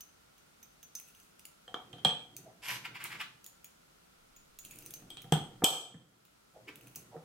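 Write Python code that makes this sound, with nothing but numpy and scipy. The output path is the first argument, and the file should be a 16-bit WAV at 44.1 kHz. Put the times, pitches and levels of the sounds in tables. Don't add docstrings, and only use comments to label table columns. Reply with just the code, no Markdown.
import sys
import numpy as np
from scipy import signal
from scipy.fft import rfft, irfft, next_fast_len
from scipy.io import wavfile
from scipy.ndimage import uniform_filter1d, minimum_filter1d, map_coordinates

SR = 44100
rng = np.random.default_rng(int(sys.argv[2]) if len(sys.argv) > 2 else 0)


def log_audio(samples):
    frames = np.atleast_2d(samples).T
    limited = np.clip(frames, -1, 1)
    pcm = np.round(limited * 32767).astype(np.int16)
    wavfile.write(sys.argv[1], SR, pcm)


N = 319328
TIME = np.arange(N) / SR
IMPACT_TIME = np.arange(SR // 3) / SR

# start_s, level_db, treble_gain_db, knock_gain_db, grip (0 free, 1 firm)
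GLASS_CONTACTS = [(1.678,-46.5,-21,2,0.4), (1.7419,-28.5,-42,9,0.98), (1.929,-38.5,-28,-18,0.66),
                  (1.982,-45,-33,-7.5,0.55), (2.048,-12.5,-19,-6,0.43), (5.1025,-41,-6,-14,0.4),
                  (5.170,-30,-19.5,-21.5,0.88), (5.3222,-14.5,-8.5,-0.5,0.93), (5.338,-28.5,-9.5,-15,.5),
                  (5.639,-16,-17,1.5,1), (5.6428,6,-2,-8,0.59)]
# start_s, level_db, knock_gain_db
WORKTOP_BLOWS = [(1.934,-45,3), (2.053,-23.5,-1), (2.389,-47.5,-12), (5.02,-47,-6), (5.241,-39.5,-3.5),
                 (5.322,-19.5,-19), (5.3288,-24.5,0), (5.62,-34,10), (5.637,-17.5,-4), (5.943,-32,-32),
                 (6.962,-46.5,-8), (7.163,-43.5,1.5)]
# start_s, level_db, ring_gain_db, clip
CLIP_TICKS = [(0.007,-47,-4.5,"low"), (0.379,-60,-7,"low"), (0.628,-52,-1,"low"), (0.829,-51,-2,"low"),
              (0.952,-37.5,-7.5,"low"), (0.999,-44,-33,"low"), (1.394,-49,-21,"low"),
              (1.453,-40.5,-23,"high"), (2.3656,-37,-14,"low"), (3.04,-34,-29,"high"),
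              (3.443,-45.5,-14,"high"), (3.463,-41,-15,"high"), (3.644,-44.5,-13,"high"),
              (4.363,-63,6.5,"high"), (4.588,-41.5,-8,"high"), (4.65,-42.5,-15,"high"),
              (4.711,-48,-10,"high"), (4.787,-43.5,-29,"low"), (4.861,-40.5,-18,"low"),
              (4.907,-41.5,-20,"low"), (4.938,-38.5,-9.5,"low"), (5.219,-46.5,-29,"low"),
              (6.252,-55.5,-17,"high"), (6.757,-47.5,-36,"high"), (6.9584,-35,-20.5,"low")]
# start_s, length_s, level_db, clip
CLIP_TURNS = [(0.979,0.3,-58,"low"), (4.599,.4,-52.5,"low"), (6.8,.17,-56,"low")]
CLIP_PITCH_HZ = {"low": 6195, "high": 6800}
# start_s, length_s, level_db
CLIP_DRAGS = [(2.616,0.14,-33.5), (3.023,0.036,-35), (3.165,0.075,-48)]
# centre_s, level_db
CLIP_CATCHES = [(2.705,-35), (2.857,-41.5), (2.962,-39.5), (3.012,-43.5), (3.047,-40.5), (3.118,-41),
                (3.149,-44.5), (3.216,-37), (4.725,-59), (6.692,-49)]
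# start_s, length_s, level_db
HAND_MOVES = [(1.642,0.77,-58.5), (2.56,0.57,-57), (4.58,1.45,-57.5), (6.56,0.51,-57.5)]
# centre_s, level_db, pitch_hz
JAR_SHIFTS = [(2.473,-54.5,684), (6.567,-56.5,640), (6.691,-58,370), (7.141,-53,790), (7.159,-52,464)]

# pitch_hz, level_db, t60_s
GLASS_MODES = [(2338, -23.5, 0.066), (2540, -16.5, 0.0541), (3153, -6.5, 0.12), (3204, 2.5, 0.048),
               (3370, -4, 0.02), (3637, -13, 0.063), (4040, -14.5, 0.0456), (4360, -16.5, .03),
               (6050, -42, 0.022), (6220, -16.5, 0.054), (8050, -1, 0.037), (7620, -16, 0.04),
               (7740, -13.5, 0.063), (8640, -21, .03), (9390, -9, 0.037), (11530, -8.5, 0.055),
               (12600, -10, 0.039), (13300, -22, 0.027), (14100, -22, 0.034)]
HOLLOW_MODES = [(479, -5, 0.051), (533, -6.5, 0.0285), (710, -5, 0.063), (766.4, -3.5, 0.089),
                (904, -8, 0.054), (1206, -8, 0.049), (1360, -5, 0.023), (1730, -2.5, 0.011)]
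WORKTOP_MODES = [(132.1, -2, 0.087), (161, -1, 0.12), (236.6, -10.5, 0.05), (315, -13.5, 0.055),
                 (445, 0, 0.027)]
STEEL_MODES = [(6230, 1.5, 0.096), (13400, -0.5, 0.033), (14700, -2.5, 0.045)]

# frequency_hz, relative_density_db
CRACK_SPECTRUM = [(1200, -33.5), (3000, -8.5), (5500, 0), (9000, -17), (13000, -2), (16000, -6)]
BUMP_SPECTRUM = [(30, -37.5), (80, -11.5), (140, -2), (200, -9.5), (300, -10), (700, -21), (2000, -28),
                 (6000, -71.5)]
BRIGHT_SPECTRUM = [(2000, -15.5), (5000, -6.5), (9000, -2), (16000, 0)]
DULL_SPECTRUM = [(500, -51), (1500, -15), (2600, 17.5), (4500, 0), (8000, -49)]
GRIT_SPECTRUM = [(240, -32), (400, -19), (616, -20), (1030, -2), (1250, -10), (2360, -2), (10200, -18),
                 (11800, -29), (15000, -26), (16000, -63)]
CATCH_SPECTRUM = [(400, -33), (900, -2.5), (1700, 2), (2300, 5), (3300, -1.5), (6000, -12.5), (10000, -21),
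                  (16000, -20)]
ROOM_SPECTRUM = [(15, -28), (25, -15.5), (43, -2.5), (108, -8), (161, -1), (249, -6), (317, -9),
                 (591, -12.5), (714, -13), (1260, -13), (2050, -16), (3160, -16.5), (5880, -18.5),
                 (11600, -22), (16000, -27)]

# frequency_hz, t60_s
KITCHEN_DECAY = [(120, 0.39), (300, 0.46), (800, 0.4), (3200, 0.39), (8000, 0.38), (15000, 0.25)]
# frequency_hz, shared_power_fraction
EAR_COHERENCE = [(200, 0.94), (800, 0.7), (2500, 0.05), (10000, 0.043)]
# frequency_hz, side_gain_db
ROOM_WIDTH = [(100, -12.5), (500, 5.5), (2000, 2.5), (10000, -1.5)]

FREE_RING, GRIP_DAMPING = 0.94, 0.69
CLINK_ROOM_DB, GRIP_SHIELD_DB = 2.5, 5
RIM_HZ, RIM_T60_S = 3229, 0.82
TICKS_PER_TURN, TYPICAL_TICK_DB = 3, -47
DULL_DB, DULL_GROWTH = -54, 0.33
SING_EXPONENT = 1.9
MOVE_ATTACK_S, MOVE_RELEASE_S = 0.19, 0.94
LIMIT_DB, LIMIT_SMOOTH_S, LIMIT_RECOVER_S = -10.5, 0.006, 0.32
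BAND_LIMIT_HZ = 16000


def jar_clinks():
    out = np.zeros((2, N))
    t = TIME[:SR]
    rim = fade(RIM_T60_S, t) * np.sin(2 * np.pi * RIM_HZ * t)
    for start, db, treble_db, knock_db, grip in GLASS_CONTACTS:
        hold = FREE_RING * np.clip(1 - GRIP_DAMPING * grip, 0.1, 1)
        hardness = lambda hz: amp(treble_db * 0.5 * np.log2(np.maximum(hz / 3600, 1)) ** 2)
        glass = amp(-1.5) * ring(GLASS_MODES, attack_s=0.00017, gain=hardness, hold=hold, rough=0.061)
        contact = burst(CRACK_SPECTRUM, t60_s=0.023 * hold, attack_s=0.00026)
        crack = amp(0.5 * treble_db - 5.5) * filtered(contact, lambda hz: hardness(hz) ** 0.32)
        knock = amp(knock_db - 1) * ring(HOLLOW_MODES, attack_s=0.0005, hold=hold, rough=0.081)
        clink = amp(db) * radiated(glass + crack + knock)
        add(out, start, in_kitchen(clink, room_db=CLINK_ROOM_DB - GRIP_SHIELD_DB * grip))
        add(out, start, amp(db - 43.5) * hold * rim[None])
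    return out


def worktop_thuds():
    out = np.zeros((2, N))
    for start, db, knock_db in WORKTOP_BLOWS:
        board = amp(-7) * ring(WORKTOP_MODES, attack_s=0.0025, hold=0.91)
        bump = amp(-1) * burst(BUMP_SPECTRUM, t60_s=0.021, attack_s=0.00086)
        knock = amp(knock_db - 5) * ring(HOLLOW_MODES, attack_s=0.0035, rough=0.036)
        thud = amp(db) * radiated(board + bump + knock, corner_hz=85.2)
        add(out, start, in_kitchen(thud, room_db=-1))
    return out


def clip_tick(db, ring_db, clip):
    click = amp(3.5) * burst(BRIGHT_SPECTRUM, t60_s=0.015, attack_s=0.00021)
    dull_db = DULL_DB + DULL_GROWTH * (db - TYPICAL_TICK_DB)
    dull = amp(dull_db) * burst(DULL_SPECTRUM, t60_s=0.0155, attack_s=0.00012)
    slide = amp(-13) * burst(BRIGHT_SPECTRUM, t60_s=0.061, attack_s=0.0051)
    slips = unit(amp(3.3 * wobble(630, size=len(IMPACT_TIME))))
    tuning = CLIP_PITCH_HZ[clip] / STEEL_MODES[0][0]
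    steel = amp(ring_db + 2.5) * ring(STEEL_MODES, attack_s=0.0012, tuning=tuning, rough=0.056)
    return in_kitchen(amp(db) * (click + slide * slips + steel) + dull, room_db=-2)


def clips_in_hand():
    out, rubbing = np.zeros((2, N)), np.zeros(N)
    for start, db, ring_db, clip in CLIP_TICKS:
        add(out, start, clip_tick(db, ring_db, clip))
    for start, length, db, clip in CLIP_TURNS:
        rubbing += stroke(start, length, db - 10, attack_s=0.045, release_s=0.15)
        for k in range(TICKS_PER_TURN):
            tick_s = start + length * (k + rng.random()) / TICKS_PER_TURN
            add(out, tick_s, clip_tick(db + rng.standard_normal(), ring_db=-10.5, clip=clip))
    slips = amp(6 * wobble(600) + 4 * wobble(40))
    grit = unit(slips * (noise(BRIGHT_SPECTRUM) + amp(-9) * noise(DULL_SPECTRUM)))
    return out + in_kitchen(rubbing * grit, room_db=-1)[:, :N]


def clip_scrape():
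    friction = sum(stroke(*drag, attack_s=0.053, release_s=0.1) for drag in CLIP_DRAGS)
    singing = amp(-23) * friction.max() * (friction / friction.max()) ** SING_EXPONENT
    slips = unit(amp(1.4 * wobble(700) + 3.5 * wobble(70)))
    catches = sum(swell(centre, db, width_s=0.01) for centre, db in CLIP_CATCHES) * noise(CATCH_SPECTRUM)
    steel = (amp(5) * resonance(11580, 150) + amp(-3) * resonance(13800, 200)
             + amp(-7) * resonance(14900, 160) + amp(2) * resonance(6200, 300))
    scrape = amp(-9.5) * friction * noise(GRIT_SPECTRUM) + amp(-3.5) * catches + singing * steel
    return in_kitchen(slips * scrape, room_db=-2.5)[:, :N]


def handling():
    effort = sum(stroke(*move, MOVE_ATTACK_S, MOVE_RELEASE_S) for move in HAND_MOVES)
    bumps = amp(-7.5) * effort * unit(amp(4 * wobble(25)) * noise(BUMP_SPECTRUM))
    judder = sum(swell(centre, db, width_s=0.013) * resonance(hz, 0.24 * hz)
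                 for centre, db, hz in JAR_SHIFTS)
    lean = stroke(start_s=4.1, length_s=1.6, db=-72, attack_s=MOVE_ATTACK_S, release_s=MOVE_RELEASE_S)
    rumble = lean * resonance(centre_hz=25, width_hz=15)
    return rumble + in_kitchen(radiated(bumps + judder), room_db=-1)[:, :N]


def in_kitchen(x, room_db):
    hz, t, spectra = signal.stft(rng.standard_normal((3, SR * 2 // 3)), SR, nperseg=256)
    shared = along(EAR_COHERENCE, hz)[:, None]
    diffuse = np.sqrt(shared) * spectra[2] + np.sqrt(1 - shared) * spectra[:2]
    build_up = 1 - np.exp(-t / 0.0017)
    walls = fade(along(KITCHEN_DECAY, hz)[:, None], t) * build_up
    scatter = amp(-9) * fade(0.1, t)
    tail = signal.istft(diffuse * (walls + scatter), SR, nperseg=256)[1]
    tail = tail * np.sqrt(2) / np.linalg.norm(tail)
    response = amp(room_db) * np.pad(tail, ((0, 0), (SR // 300, 0)))
    response[:, 0] = 1
    response[[0, 1], rng.integers(4, 30, size=2)] = 0.71
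    return signal.fftconvolve(x[None], response, axes=1)


def room_tone():
    mid = noise(ROOM_SPECTRUM) + amp(-10) * resonance(centre_hz=1368, width_hz=110)
    side = filtered(noise(ROOM_SPECTRUM), lambda hz: amp(along(ROOM_WIDTH, hz)))
    return amp(-67.5) * np.array([mid + side, mid - side])


def ring(modes, attack_s, gain=lambda hz: 1, tuning=1, hold=1, rough=0.0225):
    hz, db, t60 = np.transpose(modes)[:, :, None]
    t = IMPACT_TIME[:SR // 7]
    random_walk = np.cumsum(rng.standard_normal((len(hz), len(t))), axis=1)
    drift = rough * np.sqrt(hz / 3000) * random_walk
    sign = (-1) ** np.arange(len(hz))[:, None]
    strength = sign * gain(hz) * amp(db + rng.standard_normal(hz.shape))
    phase = 2 * np.pi * tuning * hz * t + drift
    sound = np.sum(strength * fade(hold * t60, t) * np.sin(phase), axis=0)
    return np.pad(sound * (1 - np.exp(-t / attack_s)), (0, len(IMPACT_TIME) - len(t)))


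def burst(spectrum, t60_s, attack_s):
    envelope = fade(t60_s, IMPACT_TIME) * (1 - np.exp(-IMPACT_TIME / attack_s))
    return noise(spectrum, size=len(IMPACT_TIME)) * envelope


def radiated(x, corner_hz=105):
    return signal.sosfilt(signal.butter(3, corner_hz, "high", fs=SR, output="sos"), x)


def stroke(start_s, length_s, db, attack_s, release_s):
    rise = np.clip((TIME - start_s) / attack_s, 0, 1)
    return amp(db) * rise * fade(release_s, np.maximum(TIME - start_s - length_s, 0))


def swell(centre_s, db, width_s):
    return amp(db) * np.exp(-0.5 * ((TIME - centre_s) / width_s) ** 2)


def fade(t60_s, t):
    return np.exp(-np.log(1000) * t / t60_s)


def noise(spectrum, size=N):
    return unit(filtered(rng.standard_normal(size), lambda hz: amp(along(spectrum, hz))))


def resonance(centre_hz, width_hz):
    return unit(filtered(rng.standard_normal(N), lambda hz: 1 / (1 + ((hz - centre_hz) / width_hz) ** 2)))


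def wobble(rate_hz, size=N):
    knots = rng.standard_normal(int(size * rate_hz / SR) + 4)
    return map_coordinates(knots, [TIME[:size] * rate_hz], order=1)


def filtered(x, response):
    size = x.shape[-1]
    padded = next_fast_len(size + SR // 8)
    return irfft(rfft(x, padded) * response(np.fft.rfftfreq(padded, 1 / SR)), padded)[..., :size]


def along(points, hz):
    frequencies, values = np.transpose(points)
    return np.interp(np.log(hz + 1), np.log(frequencies + 1), values)


def amp(db):
    return 10 ** (np.asarray(db) / 20)


def unit(x):
    return x / np.sqrt(np.mean(x ** 2) + 1e-20)


def add(track, start_s, sound):
    part = track[:, max(0, round(start_s * SR)):][:, :sound.shape[1]]
    part += sound[:, :part.shape[1]]


def limited(x):
    window = round(LIMIT_SMOOTH_S * SR)
    over_db = np.maximum(20 * np.log10(np.abs(x).max(axis=0) + 1e-9) - LIMIT_DB, 0)
    recovery = np.exp(-TIME / LIMIT_RECOVER_S)
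    duck_db = np.maximum.accumulate(over_db / recovery) * recovery
    held_db = minimum_filter1d(-duck_db, window // 2 + 1)
    return x * amp(uniform_filter1d(held_db, window))


def scene():
    sources = jar_clinks() + worktop_thuds() + clips_in_hand() + clip_scrape() + handling()
    return sources * amp([[-0.3], [0.3]]) + room_tone()


def record(dry):
    return filtered(limited(dry), lambda hz: 1 / np.sqrt(1 + (hz / BAND_LIMIT_HZ) ** 160))


dry = scene()
out = record(dry)
log_audio(out)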